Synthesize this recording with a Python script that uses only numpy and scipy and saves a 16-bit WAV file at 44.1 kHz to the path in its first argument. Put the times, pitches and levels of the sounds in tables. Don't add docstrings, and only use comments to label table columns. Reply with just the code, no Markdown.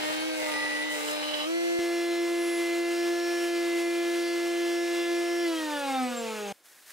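import sys
import numpy as np
from scipy import signal
from scipy.fft import rfft, irfft
from scipy.io import wavfile

SR = 44100
rng = np.random.default_rng(int(sys.argv[2]) if len(sys.argv) > 2 else 0)


def generate_wav(signal):
    frames = np.transpose(np.atleast_2d(signal))
    scaled = np.clip(frames, -1, 1) * 32767
    pcm = np.round(scaled).astype(np.int16)
    wavfile.write(sys.argv[1], SR, pcm)


N = 305172
TIME = np.arange(N) / SR
FREQS = np.arange(N // 2 + 1) * SR / N

NARROW_S = 1.791
SCENE_CUT_S = 6.527
WIDE = np.clip((NARROW_S - TIME) / .0003, 0, 1)
OFF_S, COAST_S = 5.43, 1.956
POWERED = np.interp(TIME, [OFF_S, OFF_S + .03], [1, 0])
RIPPLE_HZ = 100
MAINS = 2 * np.pi * RIPPLE_HZ * TIME
FREE_HZ, FULL_LOAD_HZ = 342.5, 302.5
CLEAR_S, RECOVER_S = 1.447, .048
EXIT_RELEASE_S = 0.0091
DIG_ATTACK_S, DIG_RELEASE_S, DIG_SWELL_DB = 0.053, .035, 7


def undb(db):
    return 10 ** (np.asarray(db) / 20)


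def curves(table):
    s, *columns = np.transpose(table)
    return [np.interp(TIME, s, c) for c in columns]


def unit(x):
    return x / np.sqrt(np.mean(x ** 2))


def walk(rate):
    at = TIME * rate
    return 0.94 * np.interp(at, np.arange(4096), rng.standard_normal(4096))


def after(s, time_constant):
    return np.exp(-np.maximum(TIME - s, 0) / time_constant)


def bursts(table, attack, release):
    out = 0
    for s, length, db in table:
        rise = np.clip((TIME - s) / attack, 0, 1)
        out = out + undb(db) * rise * after(s + length, release)
    return out


def colour(x, spectrum):
    hz, db = np.transpose(spectrum)
    gain = undb(np.interp(np.log(FREQS + 1), np.log(hz), db))
    return irfft(rfft(x) * gain * np.sqrt(SR / 2), N)


def ears(side_db):
    mid, side = rng.standard_normal((2, N))
    width = WIDE + (1 - WIDE) * undb(side_db)
    return (mid + np.array([[1], [-1]]) * width * side) / np.sqrt(1 + width ** 2)


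def scatter(x, t60):
    t = TIME[:8192]
    echoes = rng.standard_normal((2, len(t))) * np.exp(-np.log(1000) * t / t60)
    echoes /= np.sqrt(np.sum(echoes ** 2, axis=1, keepdims=True))
    return signal.fftconvolve(x[None], echoes, axes=1)[:, :N]


def tone(turns, db, wide_lag, narrow_lag=1.0):
    lag = WIDE * wide_lag + (1 - WIDE) * narrow_lag
    phase = 2 * np.pi * turns
    return np.sqrt(2) * undb(db) * np.array([np.cos(phase - lag), np.cos(phase)])


def standing_waves(hz, spacing_hz=40, depth_db=5.0, drift_db=4.0):
    peaks = np.clip(rng.standard_normal(2048), -1.6, 1.6)
    gliding = np.interp(TIME, [1.5, 1.6, 5.43, 5.46], [1, 0, 0, 1])
    flutter = np.interp(hz / spacing_hz, np.arange(2048), peaks)
    return gliding * depth_db * flutter + drift_db * walk(7)


# (time [s], speed [turns per second])
CUTTING_SPEED = [(0, 305.3), (.14, 308.7), (.27, 318.5), (.4, 310.1), (.55, 301.5), (.79, 300.6),
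                 (.86, 306), (1, 298.9), (1.13, 301.4), (1.45, 301.3)]
# (time [s], speed [turns per second])
RUNNING_FREE_SPEED = [(2.42, 342.7), (2.67, 341.3), (3.05, 344), (3.3, 345), (3.76, 341.6), (4.1, 343.1),
                      (4.35, 343), (5.1, 343.6), (5.43, 344.5)]


def shaft():
    (cut_hz,), (free_hz,) = curves(CUTTING_SPEED), curves(RUNNING_FREE_SPEED)
    drag_hz = (free_hz - cut_hz) * after(CLEAR_S, RECOVER_S)
    hz = (free_hz - drag_hz) * after(OFF_S, COAST_S)
    load = drag_hz / (FREE_HZ - FULL_LOAD_HZ)
    drift = (free_hz - FREE_HZ) * POWERED
    return hz, load, drift


CRITICAL_HZ, CRITICAL_WIDTH_HZ = 272, 28


def shudder(hz):
    return (1 - POWERED) * np.exp(-((hz - CRITICAL_HZ) / CRITICAL_WIDTH_HZ) ** 2)


# (level [dB], change at full load [dB],
# change at the critical speed [dB], change with speed drift [dB per Hz])
LOW_ORDER_LEVELS = [(-49.5, -2, 3, 0.16), (-52.5, -4, -1.5, 0.7), (-56, -9, 3.5, .3), (-61.5, 4, 9.5, 1.5),
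                    (-59.5, 1, 5, 1.9), (-61, -2, 4, -1.3)]
# (frequency [Hz], width [Hz], level [dB])
TABLE_RESONANCES = [(252.7, 9, 18), (335.4, 30, 22), (415, 10, 16.4), (457, 18, 15.5), (508.2, 9.1, 19),
                    (571.5, 35, 16), (771, 55, 19), (818, 24, 13), (888, 29, 18), (1189, 27, 11),
                    (1285, 79, 12.5), (1448, 19, 13.5), (1777, 95, 18.5), (2046, 46, 20.5)]
# (frequency [Hz], width [Hz], change [dB])
TABLE_DIPS = [(207.2, 7.2, -2), (282.5, 10, -6.5), (390, 14, -15), (492, 8.7, -12), (640, 26, 1),
              (1028, 51, -4), (1380, 32, 1)]


def low_levels(hz, load, drift):
    grid = np.arange(4096)
    power = 1
    for centre, width, db in TABLE_RESONANCES:
        power = power + undb(db) ** 2 / (1 + (2 * (grid - centre) / width) ** 2)
    lift_db = 10 * np.log10(power)
    for centre, width, db in TABLE_DIPS:
        lift_db += db / (1 + (2 * (grid - centre) / width) ** 2)
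    shake = shudder(hz)
    levels = []
    for order, (db, load_db, shake_db, drift_db) in enumerate(LOW_ORDER_LEVELS, 1):
        own_db = db + load_db * load + shake_db * shake + drift_db * drift
        levels.append(own_db + np.interp(order * hz, grid, lift_db))
    digging = np.minimum(bursts(BIT_DIGS, DIG_ATTACK_S, DIG_RELEASE_S), 1)
    levels[1] = levels[1] + DIG_SWELL_DB * digging
    return levels


def hum(turns, db, throb=0.05, waver_db=0.83):
    once_a_turn = tone(turns, db + waver_db * walk(25), wide_lag=2.24, narrow_lag=0.66)
    return once_a_turn * (1 + throb * POWERED * np.cos(MAINS))


HIGH_ORDERS = [7, 9, 10, 11, 12, 13, 14, 15, 16, 17, 19, 24, 31]
HIGH_ORDER_LEVELS = [-53, -53, -54, -56.5, -54, -56.5, -58.5, -62, -71, -60, -66, -70.5, -103]


def motor(turns, hz, load, levels, shimmer_db=0.98, strain_db=3.0, smear=0.03, judder=0.058,
          load_sway=0.018, throb=0.05, load_db=6.0, shudder_db=3, dip_db=0.82, lag_per_order=.22,
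          bite_share=0.42, db_per_octave=5.5, wander_db=.9):
    turns = turns + load_sway * load * np.sin(MAINS)
    buzz_db = (load_db + bite_share * curves(KNIFE_BITE)[0]) * load * after(CLEAR_S, EXIT_RELEASE_S)
    buzz_db += shudder_db * shudder(hz) + db_per_octave * np.log2(hz / FREE_HZ)
    out = 0
    for order, db in enumerate(levels, 2):
        room_db = standing_waves(order * hz, spacing_hz=14, depth_db=dip_db * order, drift_db=-0.5)
        coasting_db = (1 - POWERED) * room_db
        flutter_db = (shimmer_db + strain_db * load) * walk(22) + wander_db * walk(2.97) + coasting_db
        shaky_turns = order * turns + rng.random() + judder * load * walk(60)
        out += tone(shaky_turns, db + flutter_db, wide_lag=1.02 + lag_per_order * order, narrow_lag=0.49)
    for order in range(HIGH_ORDERS[0], HIGH_ORDERS[-1] + 1):
        swell_db = buzz_db * min(1, 12 / order)
        db = np.interp(order, HIGH_ORDERS, HIGH_ORDER_LEVELS) + swell_db + standing_waves(order * hz)
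        blur = (smear + judder * load) * walk(70)
        out += tone(order * turns + rng.random() + blur, db, rng.uniform(-np.pi, np.pi), narrow_lag=0.66)
    return out * (1 + throb * POWERED * np.cos(MAINS))


FAN_DB, FAN_DB_PER_HZ = -56, 4
COMMUTATOR_ORDERS = [32, 48]
COMMUTATOR_LEVELS = [-59, -80]


def rotor(turns, hz, load, drift, flicker_db=2.5, fan_load_db=-10, fan_coast_db=-6, bars_load_db=2):
    fan_db = FAN_DB + FAN_DB_PER_HZ * drift
    fan_db = fan_db + fan_load_db * np.minimum(3 * load, 1) + fan_coast_db * (1 - POWERED)
    out = tone(16 * turns, fan_db + flicker_db * walk(18), wide_lag=1.6, narrow_lag=.3)
    for order, db in zip(COMMUTATOR_ORDERS, COMMUTATOR_LEVELS):
        fade_db = standing_waves(order * hz, spacing_hz=69.24, depth_db=8, drift_db=5.5)
        bars_db = db + fade_db + bars_load_db * load
        out += tone(order * turns, bars_db, wide_lag=1.194, narrow_lag=0.036)
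    return out


# (frequency [Hz], level [dB per Hz])
AIR_COLOUR = [(30, -101), (100, -96), (175, -94.5), (240, -82.5), (450, -81), (800, -79), (1200, -78),
              (1900, -79), (2700, -74.5), (3600, -79.5), (5500, -81.5), (8000, -83), (11000, -88),
              (15000, -94)]


def air(turns, hz, free_db=-2.0, db_per_octave=2.5, shudder_db=1.0, throb=0.12, chop=0.1, flicker_db=1.15):
    flow_db = free_db + db_per_octave * np.log2(hz / FREE_HZ) + shudder_db * shudder(hz)
    pulse = 1 + throb * POWERED * np.cos(MAINS) + chop * np.cos(2 * np.pi * turns)
    return colour(ears(side_db=-42) * pulse, AIR_COLOUR) * undb(flow_db + flicker_db * walk(25))


EXIT_DB, EXIT_RISE_DB_PER_S = -35, 19
# (time [s], level [dB])
KNIFE_BITE = [(0, 1.5), (.18, -2.5), (.28, -7), (.44, -2.5), (.55, 0.5), (.72, -5.5), (1.17, -5.5),
              (1.25, -6), (1.45, -8)]
# (start [s], length [s], level [dB])
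BIT_DIGS = [(0, 0.14, -0.5), (.32, .18, 0.5), (.88, 0.17, 3), (1.04, .08, 5)]
# (frequency [Hz], level [dB per Hz])
RASP_COLOUR = [(30, -103), (120, -82.5), (240, -81.5), (450, -67), (640, -73), (840, -64.5), (1100, -78.5),
               (1550, -69), (2000, -70.5), (2500, -71.5), (3000, -77), (4200, -77), (6000, -87),
               (12000, -102)]
# (frequency [Hz], level [dB per Hz])
CHIP_COLOUR = [(2000, -105), (5000, -91), (8000, -83), (11000, -89.5), (15000, -95)]
# (frequency [Hz], width [Hz], level [dB])
STRIP_MODES = [(803.3, 20.8, 7), (1110, 50, 1), (2940, 33, 12), (3056, 37.8, 10), (3313, 45, -1),
               (3950, 55, 6)]


def cutting(turns, sharpness=120, uneven_db=2.0, tear=0.95, grain_db=2.0, dust_db=-7):
    bite_db, = curves(KNIFE_BITE)
    spray = undb(bite_db + dust_db) + bursts(BIT_DIGS, DIG_ATTACK_S, DIG_RELEASE_S)
    exit_db = EXIT_DB - EXIT_RISE_DB_PER_S * np.maximum(CLEAR_S - TIME, 0)
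    sizes = undb(uneven_db * rng.uniform(-2.8, 2.9, 4096))[(turns + .5).astype(int)]
    contact = np.cos(2 * np.pi * turns) - 1
    blows = unit(np.diff(sizes * np.exp(sharpness * contact), prepend=0))
    fibres = unit(rng.standard_normal((2, N)) * sizes * np.exp(contact))
    rasp = colour(tear * fibres + undb(-7.0) * scatter(blows, t60=0.11), RASP_COLOUR) * undb(bite_db)
    grains = unit(rng.standard_normal((2, N)) * undb(grain_db * walk(420)))
    chips = colour(grains, CHIP_COLOUR) * spray
    modes = sum(undb(db) / (1 + 2j * (FREQS - hz) / width) for hz, width, db in STRIP_MODES)
    struck = scatter(blows, t60=0.017) + 1.62 * fibres
    ring = unit(irfft(rfft(struck) * modes, N)) * undb(exit_db)
    return (rasp + chips + ring) * after(CLEAR_S, EXIT_RELEASE_S)


CHATTER_ATTACK_S, CHATTER_RELEASE_S = 0.017, .025
# (start [s], length [s], multiple, level [dB])
CHATTER_BOUTS = [(0, 0.12, 6, -42), (0, 0.23, 10, -48), (0.118, 0.24, 5, -45), (0.156, 0.28, 7, -43),
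                 (.39, .13, 6.5, -42), (0.456, 0.22, 3, -40), (0.465, 0.17, 4, -44),
                 (0.524, 0.32, 6.5, -33.5), (.52, 0.4, 1.5, -54.5), (0.851, .1, 6.5, -35.5),
                 (0.945, 0.16, 1.5, -45), (1.12, 0.07, 1.5, -50), (1.158, 0.24, 2, -47),
                 (1.219, .22, 9.5, -49.5), (1.27, .18, 10, -43), (1.29, 0.11, 11, -46)]


def chatter(turns, rough_db=1.5, jitter=0.022):
    out = 0
    for s, length, multiple, db in CHATTER_BOUTS:
        order = round(2 * multiple) / 2
        shaky_turns = order * turns + rng.random() + jitter * walk(110)
        voice = tone(shaky_turns, rough_db * walk(110), wide_lag=0.89)
        out = out + voice * bursts([(s, length, db)], CHATTER_ATTACK_S, CHATTER_RELEASE_S)
    return out


EXTRACTOR_HZ, EXTRACTOR_OFF_S, EXTRACTOR_COAST_S = 511.6, 6.2, 2.3
# (time [s], level [dB])
EXTRACTOR_LOUDNESS = [(0, -51), (.4, -40), (.9, -49), (1.4, -49.5), (1.7, -42), (2.1, -49), (5.4, -47.5),
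                      (6.2, -39.5), (6.5, -48)]


def extractor():
    hz = EXTRACTOR_HZ * after(EXTRACTOR_OFF_S, EXTRACTOR_COAST_S)
    db, = curves(EXTRACTOR_LOUDNESS)
    turns = np.cumsum(hz) / SR + 0.011 * walk(10)
    return tone(turns, db + 0.86 * walk(10), wide_lag=1.5, narrow_lag=0.92)


# (start [s], length [s], level [dB])
STRIP_SLIDES = [(6.5, .03, -6), (6.63, .2, -1.5), (6.85, .08, 1.5)]
# (time [s], level [dB])
STRIP_KNOCKS = [(6.897, -5), (6.905, 10)]
# (frequency [Hz], level [dB per Hz])
SCRAPE_COLOUR = [(100, -118), (300, -108), (500, -99), (900, -99), (1700, -91.5), (2700, -97.5),
                 (5500, -97), (11000, -97.5), (15000, -101)]


def strips(knock_t60=0.023):
    force = bursts(STRIP_SLIDES, attack=0.027, release=0.12) * undb(0.88 * walk(160))
    for s, db in STRIP_KNOCKS:
        fade = np.exp(-np.log(1000) * np.abs(TIME - s) / knock_t60)
        force = force + undb(db) * (TIME >= s) * fade
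    return colour(ears(side_db=-13.5) * force, SCRAPE_COLOUR)


# (frequency [Hz], level [dB per Hz])
WORKSHOP_COLOUR = [(30, -123), (150, -110), (330, -98.5), (600, -99), (1200, -104), (3600, -106),
                   (8000, -110), (15000, -113)]


def workshop():
    return colour(ears(side_db=-11.0), WORKSHOP_COLOUR)


def scene(sway=0.005, flutter=0.0015):
    hz, load, drift = shaft()
    hum_db, *overtones_db = low_levels(hz, load, drift)
    turns = np.cumsum(hz) / SR + sway * POWERED * np.sin(MAINS) + flutter * walk(30)
    router = hum(turns, hum_db) + motor(turns, hz, load, overtones_db)
    router = router + rotor(turns, hz, load, drift) + air(turns, hz)
    machines = router + cutting(turns) + chatter(turns) + extractor()
    before_cut = np.clip((SCENE_CUT_S - TIME) / .004, 0, 1)
    return machines * before_cut + strips() * (1 - before_cut) + workshop()


TOP_HZ = 15700


def record(dry, right_db=0.2):
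    balance = undb(np.array([[-right_db], [right_db]]) / 2)
    low_pass = signal.ellip(14, .1, 80, TOP_HZ, fs=SR, output="sos")
    return signal.sosfilt(low_pass, dry * balance)


dry = scene()
out = record(dry)
generate_wav(out)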